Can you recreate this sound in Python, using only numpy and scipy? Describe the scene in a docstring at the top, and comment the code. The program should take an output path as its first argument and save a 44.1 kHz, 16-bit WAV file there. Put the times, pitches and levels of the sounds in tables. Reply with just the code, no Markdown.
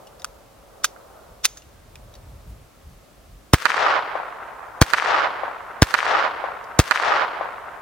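"""A small pistol, cocked with three steel clicks, fires four times in a snowy field close to the microphone.
Each shot is a pressure pulse with coloured noise bursts; it overloads the microphone and bounces off the ground.
Sheds slap it back as short wavelets; trees and hillside return a long noise wash that the air dulls.
Clicks, loose parts and a spring are noise and wavering rings. Wind, a far rush and still air are coloured noise."""
import sys
import numpy as np
from scipy import signal
from scipy.fft import rfft, irfft, next_fast_len
from scipy.io import wavfile

SR = 44100
rng = np.random.default_rng(int(sys.argv[2]) if len(sys.argv) > 2 else 0)


def wrap_up_sound(samples):
    """Save the sound to the file named by the first command line argument, as 16-bit audio."""
    columns = np.atleast_2d(samples).T
    # keep every value between -1 and 1, then stretch to whole-number steps
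    tamed = np.clip(columns, -1, 1)
    steps = np.round(tamed * 32767).astype(np.int16)
    wavfile.write(sys.argv[1], SR, steps)


N = 344421  # length in samples
TIME = np.arange(N) / SR

# Slow level of the distant rush, before a 3 dB lift and a random waver: [t/s, level/dB]
RUSH_LEVEL = [(0.0, -50.5), (0.5, -56.5), (1.0, -49), (1.29, -51.5), (1.44, -55.5), (1.7, -59.5),
              (2.13, -55.5), (3.45, -62)]
# Gusts on the microphone: [t/s, level/dB, rise/s, decay/s]
GUSTS = [(.3, -54, .6, 0.45), (1.31, -46, .04, 0.034), (2.5, -39.5, 0.59, 0.14), (2.88, -38, 0.054, .07),
         (3.33, -44, 0.12, 0.064)]
# Tone colours of the distant rush, the gusts and the still air: [f/Hz, relative level/dB]
RUSH_COLOUR = [(150, -41), (350, -4), (560, 6), (900, -1.5), (1300, -5), (2200, -27.5), (4000, -27)]
GUST_COLOUR = [(15, -33), (40, 5.5), (90, -5.5), (160, -12), (300, -28.5), (800, -49.5)]
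STILL_AIR_COLOUR = [(12, -36), (20, 5.5), (81, -8.5), (293, -9), (446, -12.5), (527, -32), (802, -38),
                    (1090, -16.5), (1910, -20), (14700, -30.5), (16000, -34)]
# Tone colours of the wash from the near trunks and from the slope behind: [f/Hz, relative level/dB]
WOODS_COLOUR = [(60, -48), (220, -21.5), (350, -19), (500, -7.5), (750, -14.5), (1100, -4), (1600, -1),
                (2100, -6.5), (2900, -10), (5000, -13), (8000, -17), (15000, -21)]
HILL_COLOUR = [(60, -31), (220, -28), (350, -16), (500, -8), (700, -3), (1000, -0.5), (1400, -1),
               (2000, -7), (2900, -12.5), (5000, -15.5), (8000, -24), (15000, -27.5)]
# Belts of reflectors, near to far: rough field and brush, bushes by the sheds, tree line, hillside,
# far side of the valley: [delay/s, level/dB, build-up/(dB/s), depth/s, fade/(dB/s)]
BELTS = [(.085, -38, 200, 0.061, 100), (0.162, -26.5, 500, 0.006, 500), (0.289, -19.5, 114, .14, 179),
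         (.54, -29, 75, .1, 50), (.85, -36.5, 15, 0.72, 14)]
# Echoes from walls and trunks, levels before a shared 2 dB lift:
# [delay/s, level/dB, centre f/Hz, left minus right/dB, scatter time/s]
ECHOES = [(0.1183, 5, 1440, -17, 0.0043), (0.126, -4, 1500, -5, 0.0025), (.131, -11.5, 1590, -7, 0.0026),
          (.1666, -7, 1500, 7, .002), (.1822, -8.5, 2050, 10, .0008), (.2066, -8.5, 1300, 14, .0008),
          (.2430, -7, 1490, 3.5, 0.0047), (.3280, -3, 1340, 33, 0.0024), (.3321, -6.5, 1460, -28, .0061),
          (.6170, -12, 690, 5.5, 0.01), (.621, -20, 1060, 10, 0.0047), (.6630, -17, 810, 16, 0.012)]
# Tone colours of the steel parts and the spitting gas: [f/Hz, relative level/dB]
STEEL_COLOUR = [(180, -61), (300, -17), (801, -18), (1300, -7.5), (2100, -5), (2930, -4.5), (3700, 0),
                (4020, -4.5), (5900, 1), (8790, -9.5), (9710, -3.5), (14500, -14), (16000, -14)]
GAS_COLOUR = [(200, -5.5), (700, -3), (1500, 4.5), (2800, -4.5), (5500, -7.5), (8000, -10), (15000, -16)]
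# Light ticks of loose parts, and the spring ringing on after the third click (1.469 s)
# and that click's echo from a building (1.5718 s): [t/s, level/dB, decay/s, ring f/Hz]
SMALL_SOUNDS = [(.0708, -46.5, 0.0062, 2930), (.197, -45, .005, 5100), (0.2196, -37, 0.0016, 3940),
                (1.469, -47.5, 0.08, 6500), (1.5718, -39.5, 0.0091, 6410), (1.6213, -45.5, .0017, 2800),
                (1.9564, -36, 0.0014, 2500), (2.14, -46, 0.0035, 3890), (2.153, -46, 0.0055, 4320),
                (6.6413, -46.5, 0.0028, 4800)]
# Steel parts scrape and snap home during cocking: [t/s, level/dB, rise/s, decay/s, frame ring level/dB]
CLICKS = [(.2454, -16, 0.00036, 0.00097, -16), (0.839, -26, 0.0019, 0.004, -39),
          (0.8441, -3.5, .00032, 0.00091, -5.5), (0.846, -12.5, 0.00019, 0.0051, -27),
          (1.4492, -11, 0.0035, 0.00086, -22), (1.453, -3.5, 0.00017, 0.0032, -24)]
# Shots: [t/s, relative level/dB]
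SHOTS = [(3.5361, 3), (4.8164, 2.5), (5.8222, 2.24), (6.7922, 2.5)]

GROUND_DELAY_S = .00575  # how much later the ground bounce arrives
RESPONSE_SAMPLES = 3 * SR  # length of the landscape's answer


def amp(db):
    """Turn decibels into gain."""
    return 10 ** (np.asarray(db) / 20)


def add(track, start_s, sound):
    """Mix a sound into a stereo track at a given time."""
    i = max(int(round(start_s * SR)), 0)
    n = min(sound.shape[-1], track.shape[-1] - i)
    track[:, i:i + n] += sound[..., :n]


def pan(left_minus_right_db):
    """Left and right gains whose total power never changes."""
    gains = amp(np.array([[left_minus_right_db], [-left_minus_right_db]]) / 2)
    return gains / np.sqrt(np.mean(gains ** 2))


def walk(n, rate_hz):
    """Smooth chance: random values, rate_hz of them a second, joined by straight lines."""
    steps = np.arange(n) * rate_hz / SR
    return np.interp(steps, np.arange(1024), rng.standard_normal(1024))


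def noise(n, width, grain_db=0):
    """Stereo noise; width is side over mid, grain_db spreads the sizes of single specks."""
    mid, side = rng.standard_normal((2, n)) * amp(-grain_db * rng.random((2, n)))
    return np.array([mid + width * side, mid - width * side])


def colour(sound, points):
    """Shape a noise's spectrum and bring its overall strength (rms) to one."""
    hz, db = np.transpose(points)
    n = sound.shape[-1]
    size = next_fast_len(n)
    f = np.maximum(np.fft.rfftfreq(size, 1 / SR), 1)
    gains = amp(np.interp(np.log(f), np.log(hz), db))
    shaped = irfft(rfft(sound, size) * gains, size)[..., :n]
    return shaped / shaped.std()


def swell(t, rise_s, decay_s):
    """Loudness curve that climbs to one at time zero and dies away."""
    return np.exp(np.minimum(t / rise_s, -t / decay_s))


def burst(spectrum, envelope, width=0.3):
    """A coloured noise burst that carries the energy of its envelope."""
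    strength = np.sqrt(np.mean(envelope ** 2))
    return colour(noise(len(envelope), width) * envelope, spectrum) * strength


def from_left(sound):
    """The pistol is to the left, so the right side hears it two samples later."""
    return np.array([sound[0], np.roll(sound[1], 2)])


def wind(calm_db=-63, eddy_db=3.0):
    """Gusts push on the microphone; their powers add, and eddies make the level flutter."""
    power = amp(calm_db) ** 2
    for s, db, rise_s, decay_s in GUSTS:
        power = power + (amp(db) * swell(TIME - s, rise_s, decay_s)) ** 2
    eddies_db = eddy_db * walk(N, rate_hz=16)
    return colour(noise(N, 0.037), GUST_COLOUR) * np.sqrt(power) * amp(eddies_db)


def distant_rush(lift_db=3, waver_db=1.2):
    """A far rush: wide coloured noise that follows a slow level curve and wavers."""
    level_db = np.interp(TIME, *np.transpose(RUSH_LEVEL))
    chance_db = waver_db * walk(N, rate_hz=12)
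    return colour(noise(N, 0.66), RUSH_COLOUR) * amp(lift_db + chance_db + level_db)


def still_air(level_db=-53):
    """The steady sound of still air: wide coloured noise at one level."""
    return colour(noise(N, 0.69), STILL_AIR_COLOUR) * amp(level_db)


def air(response, loss_db=3.5, power=1.38):
    """Air takes loss_db a second at 1 kHz, and more from the treble."""
    f, t, spectrum = signal.stft(response, SR, nperseg=256)
    khz = f[:, None] / 1000
    return signal.istft(spectrum * amp(-loss_db * khz ** power * t), SR)[1]


def belts(t):
    """Each belt of reflectors builds up, answers for as long as it is deep, and fades; powers add."""
    power = 0
    for delay_s, db, build, depth_s, fade in BELTS:
        before_s = np.maximum(delay_s - t, 0)
        after_s = np.maximum(t - delay_s - depth_s, 0)
        power = power + amp(db - build * before_s - fade * after_s) ** 2
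    return np.sqrt(power)


def wash(clump_db=2.0, lean_db=2.24, woods_s=.11, hill_s=0.28):
    """Countless small reflections in clumps: bright from near trunks, then darker from the slope behind."""
    t = np.arange(RESPONSE_SAMPLES) / SR
    # the wash leans to one side, then the other
    sides_db = lean_db * walk(len(t), rate_hz=60) * np.array([[1], [-1]])
    specks = noise(len(t), width=.45, grain_db=70)
    clumps_db = clump_db * walk(len(t), rate_hz=120)
    hill = np.interp(t, [woods_s, hill_s], [0, 1])
    mix = (1 - hill) * colour(specks, WOODS_COLOUR) + hill * colour(specks, HILL_COLOUR)
    return mix * belts(t) * amp(sides_db + clumps_db)


def resonate(sound, hz):
    """Favour the pitches around hz with a broad two-pole band-pass."""
    return signal.lfilter(*signal.iirpeak(hz, 1, fs=SR), sound)


def high_pass(sound, hz, order):
    """Take away what lies below hz."""
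    return signal.sosfilt(signal.butter(order, hz, "high", fs=SR, output="sos"), sound)


def slap(hz, scatter_s, cycles=0.62, crack_db=-10, scatter_db=-14, low_hz=500):
    """One echo: a sharp front and a short wavelet, trailed by scatter from edges and branches."""
    t = np.arange(SR // 20) / SR
    front = 1. * (t == 0)
    crack = amp(crack_db) * high_pass(front, 4000, order=2)
    turns = hz * t - 1  # the wavelet is strongest one cycle after the front
    wavelet = -np.cos(2 * np.pi * turns) * np.exp(-(turns / cycles) ** 2)
    scatter = resonate(resonate(noise(len(t), 1.0), hz), hz)
    scatter = amp(scatter_db) * scatter / scatter.std() * np.exp(-t / scatter_s)
    # long waves bend round small reflectors and do not come back
    return high_pass(crack + wavelet + scatter, low_hz, order=3)


def slaps(lift_db=2):
    """Distinct echoes from sheds and thick trunks, each from its own side."""
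    response = np.zeros((2, RESPONSE_SAMPLES))
    for delay_s, db, hz, side_db, scatter_s in ECHOES:
        add(response, delay_s, amp(db + lift_db) * pan(side_db) * slap(hz, scatter_s))
    return response


def ring(t, hz):
    """Steel parts ring with an unsteady pitch."""
    waver = 1 + .04 * walk(len(t), rate_hz=700)
    return np.sin(2 * np.pi * hz * np.cumsum(waver) / SR)


def steel_parts(landscape, knock_s=0.00017, tail_db=-38, tail_s=0.028, ground_db=-11, echo_db=-61):
    """Steel parts scrape and snap home, knock and ring; ground and landscape answer faintly."""
    out = np.zeros((2, N))
    t = np.arange(-SR // 50, SR // 3) / SR
    frame_hz = 1328.5
    small_rise_s, small_ring_db = 0.00083, 1  # ring level relative to the small sound's own level
    clicks = [(s, db, rise_s, decay_s, frame_hz, ring_db) for s, db, rise_s, decay_s, ring_db in CLICKS]
    small = [(s, db, small_rise_s, decay_s, hz, db + small_ring_db) for s, db, decay_s, hz in SMALL_SOUNDS]
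    for s, db, rise_s, decay_s, ring_hz, ring_db in clicks + small:
        envelope = swell(t, rise_s, decay_s) + amp(tail_db) * swell(t, rise_s, tail_s)
        snap = burst(STEEL_COLOUR, envelope)
        knock = ring(t, ring_hz) * swell(t - .0006, 0.00061, knock_s + decay_s)
        sound = from_left(amp(db) * snap + amp(ring_db) * knock)
        add(out, s + t[0], sound)
        add(out, s + t[0] + GROUND_DELAY_S, amp(ground_db) * sound)
    echoes = signal.fftconvolve(out, air(landscape), axes=1)[:, :N]
    return out + amp(echo_db) * echoes


def blast_wave(t, push_s, damping):
    """A shock front, a short push and a longer suction."""
    u = np.maximum(t, 0) / push_s
    return (t >= 0) * (1 - u) * np.exp(-damping * u)


def shot(t, hammer_db=-21, jet_db=0, gas_db=-3, splash_db=-5, scatter_db=-19):
    """The hammer falls, gas spits, the blast arrives and returns from the rough ground."""
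    # the hammer and the first jet peak just before the blast at time zero
    hammer = amp(hammer_db) * burst(STEEL_COLOUR, swell(t + .0035, .0002, .004))
    jet = amp(jet_db) * burst(STEEL_COLOUR, swell(t + 0.00072, 0.00015, 0.0018))
    gas = amp(gas_db) * burst(GAS_COLOUR, swell(t - .001, 0.0016, 0.0005))
    late = t - GROUND_DELAY_S - .0006
    splash_envelope = amp(splash_db) * swell(late, 0.00061, 0.0011)
    scatter_envelope = amp(scatter_db) * swell(late, 0.00062, 0.011)
    splash = burst(GAS_COLOUR, splash_envelope + scatter_envelope)
    muzzle = 12.3 * blast_wave(t, push_s=.000356, damping=.63)
    ground = 1.2 * blast_wave(t - GROUND_DELAY_S, push_s=.004, damping=2.8)
    return from_left(muzzle + ground + hammer + jet + gas + splash)


def shots(landscape):
    """Every shot gets nearly the same answer; moving air changes a little of the wash."""
    out = np.zeros((2, N))
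    t = np.arange(-SR // 100, SR // 10) / SR
    for s, db in SHOTS:
        add(out, s + t[0], amp(db) * shot(t))
        answer = air(landscape + .3 * wash())
        add(out, s, amp(db) * answer)
    return out


def scene():
    """Weather and pistol share one field; the pistol's sounds share one set of echoes."""
    landscape = slaps() + wash()
    weather = wind() + distant_rush() + still_air()
    return weather + steel_parts(landscape) + shots(landscape)


def record(dry):
    """The microphone saturates, its bass cut rebounds into a thump, and the converter clips."""
    ceiling, w, q = 1.16, 2 * np.pi * 49, .86  # bass cut at 49 Hz; w in radians per second
    saturated = ceiling * np.tanh(dry / ceiling)
    bass_cut = signal.bilinear([1, 0, 0], [1, w / q, w * w], SR)
    clipped = np.clip(signal.lfilter(*bass_cut, saturated), -1, 1)
    # a steep filter removes what lies above 16 kHz
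    top_cut = signal.ellip(8, .2, 70, 16000, fs=SR, output="sos")
    return signal.sosfilt(top_cut, clipped)


dry = scene()
out = record(dry)
wrap_up_sound(out)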